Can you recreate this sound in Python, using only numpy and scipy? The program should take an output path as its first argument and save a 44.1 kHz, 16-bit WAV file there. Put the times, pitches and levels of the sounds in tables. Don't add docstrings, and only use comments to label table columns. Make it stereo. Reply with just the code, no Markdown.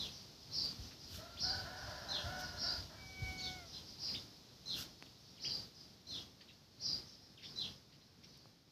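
import sys
import numpy as np
from scipy import signal
from scipy.fft import rfft, irfft, next_fast_len
from scipy.io import wavfile
from scipy.ndimage import uniform_filter1d, map_coordinates

SR = 44100
rng = np.random.default_rng(int(sys.argv[2]) if len(sys.argv) > 2 else 0)


def generate_wav(signal):
    frames = np.transpose(np.atleast_2d(signal))
    scaled = np.clip(frames, -1, 1) * 32767
    pcm = np.round(scaled).astype(np.int16)
    wavfile.write(sys.argv[1], SR, pcm)


N = 384111

# (time into the call [s], pitch [Hz], relative level [dB])
CHEEP_TUNE = [(0, 3700, -4.5), (.028, 5709, -0.5), (.048, 4600, 4), (.068, 5560, -8.5), (.088, 3960, -3),
              (.106, 4950, -0.5), (.124, 4750, 0), (.14, 4300, -15)]
CHEW_TUNE = [(0, 3940, 13), (.01, 4180, -1), (.034, 4250, 4), (.048, 3720, 2), (.064, 3500, -2),
             (.088, 3310, -2.5), (.115, 2550, -14.5)]
CHEW_UPPER_TUNE = [(0, 5630, -6), (.008, 6390, -12), (.018, 4900, -7), (.04, 6300, -11.5),
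                   (.055, 5030, -11), (.09, 4740, -7)]
# (time [s], level [dB], pitch [ratio], length [ratio])
CHEEP_CALLS = [(0.509, -36.5, 0.99, 0.94), (1.382, -34.5, 0.98, 0.93), (2.57, -37.5, 1, 1.02),
               (3.98, -39, 1.01, 0.83), (5.392, -39, 1, 1.1), (6.795, -36, 1.015, 0.83)]
CHEW_CALLS = [(-.035, -42.5, 0.97, 0.84), (2.085, -39.5, 0.99, 0.84), (3.376, -45, 1.06, 1),
              (3.728, -45.5, .97, 0.26), (4.656, -40.5, 0.99, 0.91), (6.068, -42.5, 1, 0.97),
              (7.558, -41.5, 0.97, 0.81)]
def main_bird():
    cheeps = whistles(CHEEP_TUNE, CHEEP_CALLS, waver=.015, buzz_hz=139, buzz=.018,
                      overtone_db=-57, echo_db=9, echo_s=.38)
    chews = whistles(CHEW_TUNE, CHEW_CALLS, waver=.008, buzz_hz=190, buzz=.01,
                     overtone_db=-36, echo_db=8.5, echo_s=.3)
    upper = whistles(CHEW_UPPER_TUNE, CHEW_CALLS, waver=.0255, buzz_hz=194.7, buzz=.04,
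                     overtone_db=-49, echo_db=-3, echo_s=.78)
    return cheeps + chews + upper


# (time into the call [s], pitch [Hz], relative level [dB])
RISE_TUNE = [(0, 1600, -23), (.009, 2300, -11), (.017, 3200, -3), (.025, 3700, 0), (.04, 3650, -12)]
FALL_TUNE = [(0, 3950, -1), (.008, 3376, 9), (.025, 2450, 2.5), (.04, 1680, -15)]
CHIP_TUNE = [(0, 1686, -1), (.006, 2840, 4.5), (.012, 5160, 13.5), (.018, 4200, -22), (.026, 1820, -7)]
# (time [s], level [dB], pitch [ratio], length [ratio])
RISE_CALLS = [(1.364, -43, 0.97, 0.62), (4.139, -39.5, 1, 0.71), (5.442, -38.5, 0.88, 0.54),
              (5.486, -50.5, .85, 0.68), (6.466, -49.5, 1.06, 0.91), (7.433, -42, 0.98, 0.92)]
FALL_CALLS = [(3.382, -58, 1.3, 0.89), (4.079, -64.5, 0.83, 0.92), (5.06, -59, 1.03, 0.35),
              (5.373, -58.5, 0.95, 0.58), (6.485, -58, 0.9, 0.64), (7.372, -54.5, 0.99, 0.75)]
CHIP_CALLS = [(.905, -60.5, 0.5, 0.72), (6.405, -53, 0.87, 0.66), (7.42, -53, 0.85, 1.14),
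              (7.92, -58, 0.87, 0.69), (8.01, -59, 0.85, 0.46), (8.232, -53, 1.05, 0.6),
              (8.34, -64, 0.92, 0.69)]
def answering_birds():
    rises = whistles(RISE_TUNE, RISE_CALLS, waver=.015, buzz_hz=200, buzz=.01,
                     overtone_db=-32, echo_db=0, echo_s=.12)
    falls = whistles(FALL_TUNE, FALL_CALLS, waver=.02, buzz_hz=200, buzz=.01,
                     overtone_db=-24, echo_db=-1, echo_s=.12)
    chips = whistles(CHIP_TUNE, CHIP_CALLS, waver=.06, buzz_hz=300, buzz=.06,
                     overtone_db=-34, echo_db=7, echo_s=.09)
    return rises + falls + chips


def whistles(tune, calls, waver, buzz_hz, buzz, overtone_db, echo_db, echo_s):
    track = np.zeros(N)
    times, tune_hz, tune_db = np.transpose(tune)
    for start, db, pitch_ratio, stretch in calls:
        t = np.arange(int(times[-1] * stretch * SR)) / SR
        flutter = buzz * np.sin(2 * np.pi * (buzz_hz * t + rng.random()))
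        flutter += waver * wobble(247.9, size=len(t))
        phase = phase_of(pitch_ratio * np.interp(t / stretch, times, tune_hz) * (1 + flutter))
        swell = amp(db + np.interp(t / stretch, times, tune_db)) * signal.windows.tukey(len(t), .1)
        whistle = np.sqrt(2) * swell * (np.sin(phase) + amp(overtone_db) * np.sin(2 * phase))
        add(track, start, yard_echo(whistle, echo_db, echo_s))
    return track


# (time [s], length [s], pitch [Hz], level [dB], roughness [0 = smooth])
CROW_SYLLABLES = [(1.18, .14, 702, -51, 0.38), (1.42, .2, 768, -46.5, 0.36), (1.64, .25, 744.3, -48, 0.62),
                  (1.88, .35, 751, -50, 0.96), (2.24, .23, 742, -45.5, .38), (2.5, .1, 762, -50, 0.67),
                  (2.62, .12, 750.3, -47.5, 0.43), (2.89, .07, 706, -53, 1.06)]
# (frequency [Hz], relative level [dB])
THROAT_TONE = [(300, -32), (500, -19), (595, 8), (670, -2.5), (745, -5), (850, -4.5), (990, -2),
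               (1180, -10), (1400, -3), (1550, -3.5), (1720, 0), (1930, -12), (2300, -25), (3100, -17),
               (5000, -54)]
def hoarse_crow(jitter=.05, waver=.028, rattle=.49, rattle_hz=135, fade_in_s=.013, fade_out_s=.014):
    t = np.arange(N) / SR
    pitch = np.full(N, float(CROW_SYLLABLES[0][2]))
    rough, effort = np.zeros(N), np.zeros(N)
    for start, length, hz, db, roughness in CROW_SYLLABLES:
        on = t >= start
        since, left = t[on] - start, np.maximum(start + length - t[on], 0)
        scoop = .13 * np.exp(-since / .035)
        sag = .07 * np.exp(-left / .025)
        pitch[on] = hz * (1 - scoop - sag)
        rough[on] = roughness
        effort[on] += amp(db) * np.minimum(since / fade_in_s, 1) * np.minimum(left / fade_out_s, 1)
    phase = phase_of(pitch * (1 + rough * (jitter * wobble(420) + waver * wobble(45))))
    rattle_phase = phase_of(rattle_hz * (1 + .263 * wobble(60)))
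    shake = rattle * np.sin(rattle_phase) + 1.16 * np.cos(2 * rattle_phase) + .5 * wobble(600)
    harmonics = sum(np.sin(k * phase) for k in range(1, 6))
    voice = coloured(harmonics * (1 + rough * shake), THROAT_TONE)
    crow = effort * voice / np.std(voice[effort > 0])
    return yard_echo(crow, echo_db=2, echo_s=.43)[:N]


# (time [s], relative level of the body [dB], relative level of the ring [dB])
HELD_NOTE = [(2.93, -64, -75), (3, -62, -56), (3.17, -63, -51), (3.3, -57, -45), (3.42, -59, -55),
             (3.58, -55.5, -54), (3.65, -60, -66), (3.71, -70, -82)]
def held_crow(start_hz=769.5, sink_hz_per_s=50, droop_at_s=3.57, droop_hz_per_s=720, shimmer_db=.8):
    start, end = HELD_NOTE[0][0], HELD_NOTE[-1][0]
    t = np.clip(np.arange(N) / SR, start, end)
    droop = droop_hz_per_s * np.maximum(t - droop_at_s, 0)
    pitch = start_hz - sink_hz_per_s * (t - start) - droop
    phase = phase_of(pitch * (1 + .00085 * wobble(50.7)))
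    harmonic = lambda k, db: np.sin(k * phase) * amp(db + shimmer_db * wobble(25.13))
    body = harmonic(1, db=3) + harmonic(2, db=-1) + harmonic(10, db=-20)
    ring = harmonic(3, db=3) + harmonic(4, db=-16)
    body_db, ring_db = curves(HELD_NOTE)
    fade = np.clip(np.minimum(t - start, end - t) / .015, 0, 1)
    note = fade * (amp(body_db) * body + amp(ring_db) * ring)
    return yard_echo(note, echo_db=-12, echo_s=.3)[:N]


# (time [s], level [dB])
DISTANT_CALLS = [(.101, -49), (.33, -54), (.79, -55), (.97, -49.5), (1.75, -52), (1.96, -53), (2.38, -51),
                 (3.651, -48), (3.838, -50), (5.261, -56), (5.729, -50), (7.04, -50.5), (7.19, -53.5),
                 (7.408, -48), (8.26, -55.5)]
def distant_birds(pitch_ratio=1.03, stretch=.72, chorus_per_s=5):
    calls = [(start, db, pitch_ratio, stretch) for start, db in DISTANT_CALLS]
    for k, (late, loud, high) in enumerate(rng.standard_normal((int(chorus_per_s * N / SR), 3))):
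        start = (k + late / 2) / chorus_per_s
        hiss_db = np.interp(start, *np.transpose(HISS_FADE))
        calls.append((start, hiss_db - 4 + 2 * loud, pitch_ratio * (1 + .045 * high), stretch))
    return whistles(CHEEP_TUNE, calls, waver=.035, buzz_hz=139, buzz=.025,
                    overtone_db=-48, echo_db=10, echo_s=.36)


# (time [s], relative level [dB], pitch [Hz], time to fade by 60 dB [s])
SOFT_BUMPS = [(0.787, -45.5, 80.2, 0.25), (1.88, -50, 86.2, 0.15), (2.236, -46.5, 91.5, 0.26),
              (3.216, -37, 85.6, 0.13), (3.265, -44, 67.5, 0.054)]
def bumps(rise_s=.0094):
    track, t = np.zeros(N), np.arange(SR // 2) / SR
    for start, db, hz, fade_s in SOFT_BUMPS:
        thud = np.sin(2 * np.pi * hz * t + 1.45 * wobble(50.5, size=len(t)))
        swell = amp(db + 12 - 60 * t / fade_s) * (1 - np.exp(-t / rise_s))
        add(track, start, swell * thud)
    return track


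# (time [s], peak level [dB], lowest frequency [Hz], highest frequency [Hz])
DRY_TICKS = [(5.025, -25, 130, 3000), (8.457, -37, 110, 790), (7.5, -59, 220, 760),
             (8.375, -40, 8000, 20000)]
def ticks(snap=15, fade_s=.018):
    track, t = np.zeros(N), np.arange(SR // 2) / SR
    for start, db, low_hz, high_hz in DRY_TICKS:
        band = signal.butter(2, [low_hz, high_hz], "band", fs=SR)
        ring = rng.standard_normal(len(t)) * amp(-60 * t / fade_s)
        tick = signal.lfilter(*band, snap * (t == 0) + ring)
        add(track, start, amp(db) * tick / abs(tick).max())
    return track


# (time of the peak [s], relative level [dB], half length [s])
LEAF_RUSTLES = [(0.651, -62, .015), (1.151, -56, 0.05), (2.404, -57.5, 0.02), (4.803, -51.5, 0.041)]
# (frequency [Hz], relative level [dB])
LEAF_TONE = [(300, -17), (900, -15), (1450, 6.5), (2100, -11), (3000, 7), (5500, 8.5), (9000, -9),
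             (13000, 0.5), (16000, -10)]
def leaves():
    track, t = np.zeros(N), np.arange(N) / SR
    for peak_s, db, half_s in LEAF_RUSTLES:
        swell = np.exp(-((t - peak_s) / half_s) ** 2)
        track += noise(LEAF_TONE) * amp(db + 6 + 2 * wobble(150)) * swell
    return track


# (time [s], level [dB])
HAND_LEVEL = [(0, -66), (1.2, -56.5), (3.4, -55.5), (4.2, -68), (7.6, -74.5), (8.7, -88)]
# (frequency [Hz], relative level [dB])
HAND_TONE = [(22, -38), (40, -10), (60, 0), (95, -0.5), (140, -19.5), (250, -15), (600, -82)]
def hand_rumble():
    level_db, = curves(HAND_LEVEL)
    return noise(HAND_TONE) * amp(level_db + 2.7 * wobble(12))


# (frequency [Hz], relative level [dB])
MURMUR_TONE = [(25, -52), (45, -10), (80, -0.5), (140, 2), (300, -5.5), (600, -14), (900, -19),
               (1400, -19.5), (2400, -21), (5000, -38)]
HISS_TONE = [(800, 10.5), (2000, -1.5), (3200, 11), (4200, 16), (5300, 16.5), (6500, 6.5), (7800, -4.5),
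             (10000, -7), (12800, -1), (15500, -11.5)]
# (time [s], level [dB])
HISS_FADE = [(0, -52.5), (4.5, -53.5), (6.3, -56), (8.7, -58)]
def background(murmur_db=-55):
    hiss_db, = curves(HISS_FADE)
    murmur = noise(MURMUR_TONE) * amp(murmur_db + .58 * wobble(14))
    return murmur + noise(HISS_TONE) * amp(hiss_db)


def yard_echo(x, echo_db, echo_s):
    t = np.arange(int(.7 * SR)) / SR
    cloud = amp(-60 * t / echo_s) * (1 - np.exp(-t / .014))
    lumps = amp(2.5 * wobble(130, size=len(t)))
    tail = rng.standard_normal(len(t)) * cloud * lumps
    path = amp(echo_db) * tail / np.linalg.norm(tail)
    path[0] = 1
    return signal.fftconvolve(x, path / np.linalg.norm(path))


def noise_suppressor(x, open_db=-43, cut_per_db=1.27, deepest_db=15.5, window_s=.066, lag_s=.051):
    level_db = 10 * np.log10(abs(uniform_filter1d(x ** 2, int(window_s * SR))) + 1e-12)
    cut_db = np.clip(cut_per_db * (level_db - open_db), -deepest_db, 0)
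    keep = np.exp(-1 / (lag_s * SR))
    return x * amp(signal.lfilter([1 - keep], [1, -keep], cut_db))


def amp(db):
    return 10 ** (np.asarray(db) / 20)


def phase_of(hz):
    return 2 * np.pi * np.cumsum(hz) / SR


def curves(rows):
    times, *columns = np.transpose(rows)
    return [np.interp(np.arange(N) / SR, times, column) for column in columns]


def wobble(rate, size=N):
    points = rng.standard_normal(int(size * rate / SR) + 4)
    return map_coordinates(points, [np.arange(size) * rate / SR])


def filtered(x, response):
    size = next_fast_len(N + SR // 2)
    return irfft(rfft(x, size) * response(np.fft.rfftfreq(size, 1 / SR)), size)[:N]


def coloured(x, tone):
    knots_hz, db = np.transpose(tone)
    shaped = filtered(x, lambda hz: amp(np.interp(np.log(hz + 1), np.log(knots_hz), db)))
    return shaped / np.sqrt(np.mean(shaped ** 2) + 1e-20)


def noise(tone):
    return coloured(rng.standard_normal(N), tone)


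def add(track, start, sound):
    at = round(start * SR) + np.arange(len(sound))
    inside = (at >= 0) & (at < N)
    track[at[inside]] += sound[inside]


def scene():
    mono = main_bird() + answering_birds() + distant_birds() + hoarse_crow() + held_crow()
    mono += background() + hand_rumble() + bumps() + ticks() + leaves()
    return np.array([mono, mono])


def record(dry):
    low_cut_hz, top_hz = 32, 15520
    band = lambda hz: (hz < top_hz) * hz ** 2 / np.hypot(hz ** 2, low_cut_hz ** 2)
    return np.array([filtered(noise_suppressor(channel), band) for channel in dry])


dry = scene()
out = record(dry)
generate_wav(out)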